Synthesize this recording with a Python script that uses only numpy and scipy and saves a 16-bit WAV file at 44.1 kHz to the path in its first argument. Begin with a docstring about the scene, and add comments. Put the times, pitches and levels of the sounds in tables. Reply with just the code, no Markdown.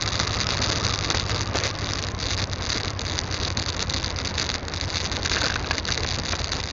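"""The exhaust of a twin-cylinder motorcycle throbs in uneven pairs of decaying booms as it rolls down a gravel
track at low revs, heard from a small camera on the bike. Gear mesh adds a faint modulated whine. The tyres
rush as shaped noise and crush loose stones, whose impulses tick sharply through the resonant camera housing.
Filtered blows make rocks knock, ringing modes make a loose part clack, and wind is gusting low-passed noise."""
import sys
import numpy as np
from scipy import signal
from scipy.fft import rfft, irfft
from scipy.io import wavfile
from scipy.ndimage import uniform_filter1d

SR = 44100
rng = np.random.default_rng(int(sys.argv[2]) if len(sys.argv) > 2 else 0)


def store_wav(level_fs):
    """Save 16-bit WAV to argv[1]."""
    pcm = np.round(np.clip(np.atleast_2d(level_fs), -1, 1) * 32767)
    wavfile.write(sys.argv[1], SR, pcm.T.astype(np.int16))


N = 296352   # length in samples


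def from_db(db):
    """Logarithmic level: decibels become an amplitude ratio."""
    return 10 ** (np.asarray(db) / 20)


def rms_one(x):
    """Normalisation: scale to a root-mean-square of 1."""
    return x / np.sqrt(np.mean(x ** 2) + 1e-20)


def in_time(rows):
    """Linear interpolation: a curve of (s, value) rows at every sample."""
    return np.interp(np.arange(N) / SR, *np.transpose(rows))


def swells(rows):
    """Superposition of flat-topped, round-shouldered swells from (middle s, length s, height) rows."""
    t = np.arange(0, N, 20) / SR
    shape = np.zeros(len(t))
    for middle, length, height in rows:
        shape += height * np.exp(-(2 * (t - middle) / length) ** 4)
    return in_time(np.column_stack([t, shape]))


def drift(rate):
    """Low-passed randomness: smooth chance of rms 1 that changes about rate times a second."""
    hz = np.fft.rfftfreq(N, 1 / SR)
    spectrum = rfft(rng.standard_normal(N)) / (1 + (hz / rate) ** 2) ** 2
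    return rms_one(irfft(spectrum, N))


def noise(colour):
    """Spectral shaping: noise of rms 1 that follows (Hz, dB) points."""
    hz, level_db = np.transpose(colour)
    bins_hz = np.fft.rfftfreq(N, 1 / SR) + 1   # keeps the logarithm finite
    gain = from_db(np.interp(np.log(bins_hz), np.log(hz), level_db))
    return rms_one(irfft(rfft(rng.standard_normal(N)) * gain, N))


def soften(x, hz, order=2):
    """Low-pass filtering: the treble falls away above the corner."""
    return signal.sosfilt(signal.butter(order, min(hz, .45 * SR), fs=SR, output="sos"), x + 1e-18)


def thud(clicks, top_hz, bottom_hz=300):
    """Band-pass filtering: the dull body of a blow, without deep bass."""
    band = signal.butter(2, [bottom_hz, top_hz], "band", fs=SR, output="sos")
    return signal.sosfilt(band, clicks + 1e-18)


def resonate(x, hz, width_hz):
    """Damped resonance: a two-pole peak with gain 1 on top."""
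    r = np.exp(-np.pi * width_hz / SR)
    zeros = np.array([1, 0, -1]) * (1 - r * r) / 2
    return signal.lfilter(zeros, [1, -2 * r * np.cos(2 * np.pi * hz / SR), r * r], x + 1e-18)


def ring(clicks, hz, t60):
    """Impulse response of a mode: a unit click starts a sine that loses 60 dB in t60 seconds."""
    r = from_db(-60 / (t60 * SR))
    w = 2 * np.pi * hz / SR
    return signal.lfilter([0, np.sin(w)], [1, -2 * r * np.cos(w), r * r], clicks + 1e-18)


def clicks_at(times, sizes):
    """Idealised impact: one single-sample impulse of the given size at each time."""
    out = np.zeros(N)
    out[np.clip(np.round(times * SR).astype(int), 0, N - 1)] = sizes
    return out


def crumble(clicks, share, decay_s):
    """Decaying scatter: each click trails a brief, dying burst of noise."""
    power = signal.lfilter([1], [1, -np.exp(-2 / (decay_s * SR))], clicks ** 2 + 1e-18)
    return clicks + share * np.sqrt(power) * rng.standard_normal(len(clicks))


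# The two cylinders' exhaust beats. Each row: place in the cycle from 0 to 1, boom pitch in Hz at BOOM_CPS,
# rise time in seconds, peak level in dB before the engine's changing level is added.
BEATS = [(.551, 86, .0086, -24.2), (.797, 97, .0145, -23.9)]
BOOM_CPS = 12.54   # engine cycles per s at which the booms have their listed pitch


def exhaust(speed, cycles, level_db, follows=0.83, overtone=1.555, overtone_db=-21):
    """Pulse excitation: two uneven beats a cycle swell and die as booms, each with a weak overtone."""
    t = np.arange(int(.07 * SR)) / SR
    out = np.zeros(N + SR)
    for place, hz, swell_s, peak_db in BEATS:
        for i in np.flatnonzero(np.diff(np.floor(cycles - place))):
            swell = (t / swell_s * np.exp(1 - t / swell_s)) ** 2.5
            swell *= from_db(rng.standard_normal())   # beats vary by about 1 dB
            phase = 2 * np.pi * hz * (speed[i] / BOOM_CPS) ** follows * t
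            boom = -np.sin(phase) + from_db(overtone_db) * np.sin(overtone * phase)
            out[i:i + len(t)] += from_db(peak_db + level_db[i]) * swell * boom
    return out[:N]


def gears(speed, cycles, teeth=92, blur_hz=85, whine_db=-42, slowing_db=55, ripple=0.0842, load_db=8):
    """Modulated mesh tone: it arches up as firings speed the crank, bites at each and fades with the revs."""
    arch = np.cos(2 * np.pi * (cycles - .74))
    load = sum(np.cos(np.pi * (cycles - place)) ** 24 for place, *_ in BEATS)
    phase = 2 * np.pi * teeth * np.cumsum(speed * (1 + ripple * arch)) / SR   # teeth met per cycle
    level_db = whine_db + load_db * load + slowing_db * (speed / speed[0] - 1)
    return from_db(level_db) * np.sin(phase + drift(blur_hz))


# Engine speed. Each row: time in seconds, speed in four-stroke cycles per second.
ENGINE_SPEED = [(0.0, 12.613), (0.84, 13.079), (1.12, 11.932), (1.26, 12.521), (1.96, 11.879),
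                (2.24, 10.737), (2.38, 11.9), (2.66, 10.489), (2.8, 12.267), (3.08, 10.409), (3.64, 11.363),
                (3.78, 10.33), (3.92, 11.152), (4.62, 9.371), (4.76, 10.739), (5.04, 10.251),
                (5.18, 10.522), (6.02, 9.472), (6.16, 10.479), (6.72, 9.3)]
EXHAUST_DB, EXHAUST_DB_PER_CPS = -0.5, 0.77   # level at mean speed, rise for each cycle per s
SURGE_DB_PER_CPS, SURGE_S = 0.5, 0.51   # further rise above the running mean speed, length of that mean


def engine():
    """Common drive: the revs set the pace and strength of the beats and the pitch of the gears."""
    speed = in_time(ENGINE_SPEED)
    cycles = np.cumsum(speed) / SR
    surge = speed - uniform_filter1d(speed, int(SURGE_S * SR))
    level_db = EXHAUST_DB + EXHAUST_DB_PER_CPS * (speed - speed.mean()) + SURGE_DB_PER_CPS * surge
    return exhaust(speed, cycles, level_db) + gears(speed, cycles)


# Rush of the tyres on packed dirt. 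Each row: time in seconds, level in dB before trim and cover.
RUSH_LEVEL = [(0.0, -32), (0.7, -30.5), (1.3, -31.5), (1.7, -32), (2.2, -34), (3.7, -33.5), (4.8, -34),
              (5.4, -31.5), (6.0, -33.5), (6.72, -35)]
# Spectrum of the rush. Each row: frequency in Hz, relative density in dB per Hz.
RUSH_SPECTRUM = [(30, -6.5), (60, 0), (120, 2), (190, -1), (290, -1.5), (400, -4), (520, -3), (800, -7.5),
                 (1150, -8), (1500, -10.5), (2000, -11.5), (2500, -16.5), (3200, -21.5), (4500, -23),
                 (7000, -34.5)]


def tyre_rush(cover_db, follows=0.13, trim_db=-0.25, lumpy_db=1.78, lump_rate=50):
    """Broadband friction: dull, lumpy noise of rubber on dirt, softer on bare ground."""
    level_db = in_time(RUSH_LEVEL) + follows * cover_db + trim_db
    return from_db(level_db + lumpy_db * drift(lump_rate)) * noise(RUSH_SPECTRUM)


# Ruts that the tyres scuff through. 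Each row: middle in seconds, length in seconds, level in dB.
RUT_SCUFFS = [(1.559, 0.029, -24), (1.649, 0.079, -31), (5.457, 0.035, -30.5), (6.014, 0.074, -38.5)]
# Spectrum of a scuff. Each row: frequency in Hz, relative density in dB per Hz.
RUT_SPECTRUM = [(120, -15), (300, -10), (500, 6.5), (1000, -12), (2000, -4.5), (5000, -16.5)]


def ruts():
    """Gated friction noise: each rut gives a brief, hollow scuff."""
    return swells([(middle, length, from_db(db)) for middle, length, db in RUT_SCUFFS]) * noise(RUT_SPECTRUM)


# Peaks and dips of the camera housing. Each row: frequency in Hz, nominal width in Hz, gain in dB.
HOUSING_BANDS = [(500, 450, -6), (1480, 1660, 4), (2060, 120, 3), (3107, 235, -9), (3790, 970, 8),
                 (4677, 600, 8), (5640, 108, -14), (5990, 950, 5), (8150, 1500, 5.5)]


def housing(x):
    """Structural resonance: the camera's case lifts some bands of a stone's tick and swallows others."""
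    for hz, width_hz, gain_db in HOUSING_BANDS:
        gain = from_db(gain_db)
        x = x + (gain - 1) * resonate(x, hz, width_hz / np.sqrt(gain))
    return x


SPLIT_S = .0003   # typical spacing of the three cracks of one stone


def fracture(clicks):
    """Brittle fracture: each stone shares its energy at random among three quick cracks."""
    at = np.flatnonzero(clicks)
    shares = rng.standard_normal((len(at), 3))
    shares /= np.linalg.norm(shares, axis=1, keepdims=True)
    delays = SPLIT_S * np.array([-1, 0, 1]) * rng.uniform(.3, 1.7, (len(at), 3))
    return clicks_at(at[:, None] / SR + delays, clicks[at, None] * shares)


# Crunch of the loose gravel. Each row: time in seconds, level in dB before cover and grain level are added.
CRUNCH_LEVEL = [(0, -27.5), (1.2, -26.5), (2.2, -29.5), (3, -28.5), (4, -28.5), (4.9, -29), (5.35, -26),
                (5.65, -28), (6.3, -29.5), (6.72, -30.5)]


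def gravel(cover_db, tread_per_s=150, tread_range_db=14, grit_per_s=70, grit_db=-15, grit_range_db=18,
           crowding=.36, grain_db=-2.0, dull_hz=2200, dull_db=-3):
    """Random impulse trains: the tread cracks stones at an uneven pace, finer grit crackles in between."""
    crunch_db = in_time(CRUNCH_LEVEL) + cover_db
    crowd = from_db(2 * crowding * (crunch_db - crunch_db.mean()))   # deeper gravel gives more ticks
    turns = np.cumsum(rng.gamma(4, .25, size=6000))   # uneven steps with mean 1
    bites = np.diff(np.searchsorted(turns, np.cumsum(tread_per_s * crowd) / SR), prepend=0)
    grit = rng.random(N) < grit_per_s * crowd / SR
    sizes = bites * from_db(-tread_range_db * rng.random(N))
    sizes = sizes + grit * from_db(grit_db - grit_range_db * rng.random(N))
    cracks = fracture(sizes / np.sqrt(crowd))
    body = from_db(dull_db) * thud(cracks * rng.uniform(-1.5, 1, N), dull_hz)   # a random share per crack
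    snaps = crumble(cracks, share=.04, decay_s=.0007)
    return from_db(crunch_db + grain_db) * rms_one(soften(housing(snaps + body), 7750))


# Bigger stones that crack one by one. Each row: time in seconds, level in dB before the snap gain.
BIG_STONES = [(0.023, -15), (0.06, -20.0), (0.077, -17.5), (0.089, -21.5), (0.126, -23), (0.155, -19.5),
              (0.194, -16), (0.2, -13), (0.233, -21), (0.273, -18.5), (0.278, -18), (0.332, -22),
              (0.347, -21), (0.404, -15.5), (0.412, -15.5), (0.469, -14), (0.49, -15.0), (0.506, -15.5),
              (0.572, -21), (0.618, -16.5), (0.626, -18), (0.643, -16.5), (0.661, -18.5), (0.696, -22),
              (0.701, -16), (0.715, -19.0), (0.722, -16), (0.8, -22), (0.841, -20.5), (0.867, -15.5),
              (0.895, -20.0), (0.925, -21), (0.939, -15.5), (0.99, -16.5), (1.103, -11.5), (1.112, -17),
              (1.148, -16.5), (1.172, -14), (1.198, -15), (1.296, -15.5), (1.346, -20.0), (1.409, -16.5),
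              (1.416, -20), (1.557, -17.0), (1.571, -17.0), (1.587, -15.5), (1.637, -14.5), (1.669, -16),
              (1.935, -14.5), (2.026, -18.5), (2.069, -23), (2.204, -22), (2.307, -17), (2.315, -21),
              (2.334, -19.5), (2.377, -21), (2.393, -22), (2.42, -23), (2.441, -18.5), (2.534, -19.5),
              (2.653, -22), (2.695, -20), (2.704, -22), (2.72, -18.5), (2.731, -22), (2.834, -20.5),
              (2.848, -22), (2.881, -18.5), (2.994, -19), (3.017, -22), (3.052, -23), (3.18, -19.0),
              (3.19, -13.5), (3.315, -24), (3.344, -18.0), (3.401, -22), (3.431, -22), (3.504, -18),
              (3.573, -14), (3.598, -17), (3.662, -20), (3.69, -19), (3.702, -18.5), (3.766, -21.5),
              (3.794, -21), (3.826, -14), (3.899, -17), (3.938, -18), (3.943, -17.5), (3.972, -22),
              (4.045, -19.5), (4.1, -26), (4.188, -18), (4.249, -21), (4.274, -21), (4.382, -15.5),
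              (4.398, -19), (4.418, -18), (4.492, -17), (4.501, -15.5), (4.542, -17.0), (4.551, -23),
              (4.683, -18), (4.738, -19), (4.812, -18), (4.903, -21), (5.003, -21), (5.044, -20),
              (5.055, -23), (5.117, -19.5), (5.168, -16.5), (5.25, -19.5), (5.26, -14), (5.297, -17),
              (5.316, -17), (5.336, -21), (5.384, -19.5), (5.416, -16.5), (5.443, -17), (5.458, -18),
              (5.465, -15), (5.712, -25), (5.716, -24), (5.782, -15), (5.853, -20), (5.879, -20.0),
              (5.905, -19.5), (5.923, -16), (5.977, -14), (6.034, -20.0), (6.187, -20.5), (6.253, -22),
              (6.29, -20.5), (6.322, -19), (6.353, -22), (6.392, -25), (6.444, -16.0), (6.519, -19.5),
              (6.533, -17), (6.566, -22.5)]
# Lesser snaps at random: rate per s before cover, level in dB before the snap gain, spread in dB.
PEBBLES_PER_S, PEBBLE_DB, PEBBLE_SPREAD_DB = 6, -26, 0.5


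def stones(cover_db, snap_db=17.0, dull_hz=2000, dull_db=-5):
    """Impact radiation: bigger stones snap under the tread, with lesser ones at random where gravel lies."""
    times, level_db = np.transpose(BIG_STONES)
    falls = rng.random(N) < PEBBLES_PER_S * from_db(2 * cover_db) / SR
    pebbles = falls * from_db(PEBBLE_DB + PEBBLE_SPREAD_DB * rng.standard_normal(N))
    cracks = fracture(from_db(snap_db) * (clicks_at(times, from_db(level_db)) + pebbles))
    snaps = crumble(cracks, share=.04, decay_s=.001)
    body = from_db(dull_db) * thud(cracks * rng.uniform(-0.6, 1, N), dull_hz)   # a random share per crack
    return housing(snaps + body)


# Deeper heaps that the tyres plough through. Each row: middle in seconds, length in seconds, rise in dB.
DEEP_HEAPS = [(2.705, .05, 5), (2.312, .045, 6), (2.4, .07, 5), (3.82, .04, 4), (4.4, .06, 4),
              (4.97, .05, 3), (5.335, .06, 2), (6.32, .07, 4)]
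# Bare patches, where the crunch falls away. Each row: middle in seconds, length in seconds, drop in dB.
BARE_GROUND = [(1.24, 0.038, 10), (1.48, 0.104, 11), (1.76, 0.119, 9), (2.14, 0.085, 10), (2.48, 0.073, 10),
               (2.6, 0.115, 7), (2.94, 0.077, 11), (3.26, 0.118, 6), (3.54, 0.031, 12), (3.72, .05, 7),
               (3.86, .035, 10), (4.005, .035, 7), (4.14, 0.054, 10), (4.33, 0.032, 13), (4.61, 0.083, 17),
               (5.09, 0.037, 6), (5.21, .05, 8), (5.63, .14, 8), (5.815, 0.04, 10), (6.22, 0.042, 7)]
CLUMP_DB, CLUMP_RATE = 1.39, 24   # small random heaps: swing in dB, changes per s
CLIMB_S, CLIMB_LEAD_S, CLIMB_DB = .022, .011, 6   # pause as a tyre rides up a big stone: length, lead, drop
CLEAR_RUN_S = .035   # the pause only comes after this long without another big stone


def gravel_cover():
    """Varying source density: how thickly gravel lies under the tyres, in dB."""
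    times = np.array(BIG_STONES)[:, 0]
    clear = times[np.diff(times, prepend=0) > CLEAR_RUN_S]
    climbs = swells([(s - CLIMB_LEAD_S, CLIMB_S, CLIMB_DB) for s in clear])
    return CLUMP_DB * drift(CLUMP_RATE) + swells(DEEP_HEAPS) - np.maximum(swells(BARE_GROUND), climbs)


# Knocks of the wheels against bedded rocks. Each row: time in seconds, level in dB before the knock gain
# and filtering, upper band edge in Hz.
ROCK_KNOCKS = [(1.103, -6, 2703), (1.107, -4, 2540), (1.1452, -4, 2396), (1.548, -2, 1410),
               (1.555, -3, 1097), (1.571, -8, 1900), (1.654, -10, 2400), (1.666, -8, 2002),
               (5.457, -7, 2190), (5.465, -6, 2400), (5.71, -5.5, 2992), (5.782, -8, 2690),
               (6.001, -2, 1198), (6.047, -5, 2292), (6.332, -2.5, 2725)]


def rocks(knock_db=6, lowest_hz=280):
    """Band-limited impact: a short, rattling crack through wheel and frame; blunter rocks sound duller."""
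    out, blow = np.zeros(N), signal.unit_impulse(SR // 20)
    for s, level_db, top_hz in ROCK_KNOCKS:
        i = int(s * SR)
        crack = soften(crumble(blow, share=.25, decay_s=.006), top_hz)
        out[i:i + len(blow)] += from_db(level_db + knock_db) * thud(crack, top_hz, lowest_hz)
    return out


# Clacks of a loose part, each landing differently. Each row: time in seconds, level in dB before the knock
# gain, pitch in Hz, brightness in dB per octave above the pitch.
PART_CLACKS = [(5.317, -16, 1544, 15), (5.368, -6, 1570, -7), (5.377, -13, 1679, 9),
               (5.419, -8.5, 1550, -10), (5.443, -10, 1420, -6), (5.5, -11, 1660, -5), (5.559, -8, 1533, 8),
               (5.563, -13.5, 1602, 1), (5.645, -18.5, 1580, 14), (5.71, -10, 1660, 11),
               (5.753, -18, 1593, 2), (5.889, -10, 1602, -3)]
# Modes of the part. Each row: multiple of the pitch, relative level in dB, 60 dB decay time in seconds.
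PART_MODES = [(.48, -21, .016), (.82, -17, .009), (1, 0, .022), (1.09, -8, .014), (1.34, -11, .009),
              (1.61, -7, .01), (2.5, -16, .01)]
# Light rattling of the part. Each row: middle in seconds, length in seconds, peak rate in touches per second.
PART_RATTLE = [(5.42, 0.41, 60), (5.75, 0.24, 15)]
RATTLE_DB, RATTLE_SPREAD_DB = -27, 2.5


def loose_part(knock_db=-7.5):
    """Modal excitation: each clack strikes the modes and chatters briefly; light touches fall in between."""
    touched = rng.random(N) < swells(PART_RATTLE) / SR
    touches = touched * from_db(RATTLE_DB + RATTLE_SPREAD_DB * rng.standard_normal(N))
    usual_hz = np.median(np.array(PART_CLACKS)[:, 2])
    out = sum(from_db(mode_db) * ring(touches, usual_hz * ratio, t60) for ratio, mode_db, t60 in PART_MODES)
    blow = signal.unit_impulse(SR // 20)
    for s, clack_db, hz, bright_db in PART_CLACKS:
        i = int(s * SR)
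        for ratio, mode_db, t60 in PART_MODES:
            chatter = crumble(blow, share=.05, decay_s=.004)
            level_db = clack_db + knock_db + mode_db + bright_db * np.log2(max(ratio, 1))
            out[i:i + len(blow)] += from_db(level_db) * ring(chatter, hz * ratio, t60)
    return out


# Spectrum of wind on the microphone. Each row: frequency in Hz, relative density in dB per Hz.
WIND_SPECTRUM = [(15, -14), (30, -13), (50, 1), (70, -2), (100, 0), (150, -5), (300, -23.5), (600, -44.5)]


def wind(level_db=-43.8, gust_db=3.6, gust_rate=9):
    """Turbulent pressure: low buffeting of the passing air, with random gusts."""
    return from_db(level_db + gust_db * drift(gust_rate)) * noise(WIND_SPECTRUM)


def scene():
    """Linear superposition: engine, track and air at one microphone in the open."""
    cover_db = gravel_cover()
    track = tyre_rush(cover_db) + ruts() + gravel(cover_db) + stones(cover_db) + rocks() + loose_part()
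    return (engine() + track + wind())[None, :]


PASS_BAND_HZ, CUTOFF_HZ = 7000, 15800   # corner of the main band, edge above which almost nothing is left
FADE_S = .012   # closing fade


def record(dry, top=2.5, leak_db=-42, flicker_db=11, flicker_rate=110, roll_off_hz=9800):
    """Band limiting and saturation: a narrow band, rounded peaks and a faint treble that flickers above."""
    narrow = signal.fftconvolve(dry, signal.firwin(141, PASS_BAND_HZ, fs=SR)[None, :], mode="same")
    flicker = flicker_db * np.minimum(drift(flicker_rate), 2.5)
    leak = from_db(leak_db + flicker) * soften(dry, 9500)
    rounded = soften(top * np.tanh((narrow + leak) / top), roll_off_hz)
    fade = np.minimum(np.arange(N)[::-1] / (FADE_S * SR), 1)
    return signal.sosfilt(signal.cheby2(12, 70, CUTOFF_HZ, fs=SR, output="sos"), rounded * fade)


dry = scene()
out = record(dry)
store_wav(out)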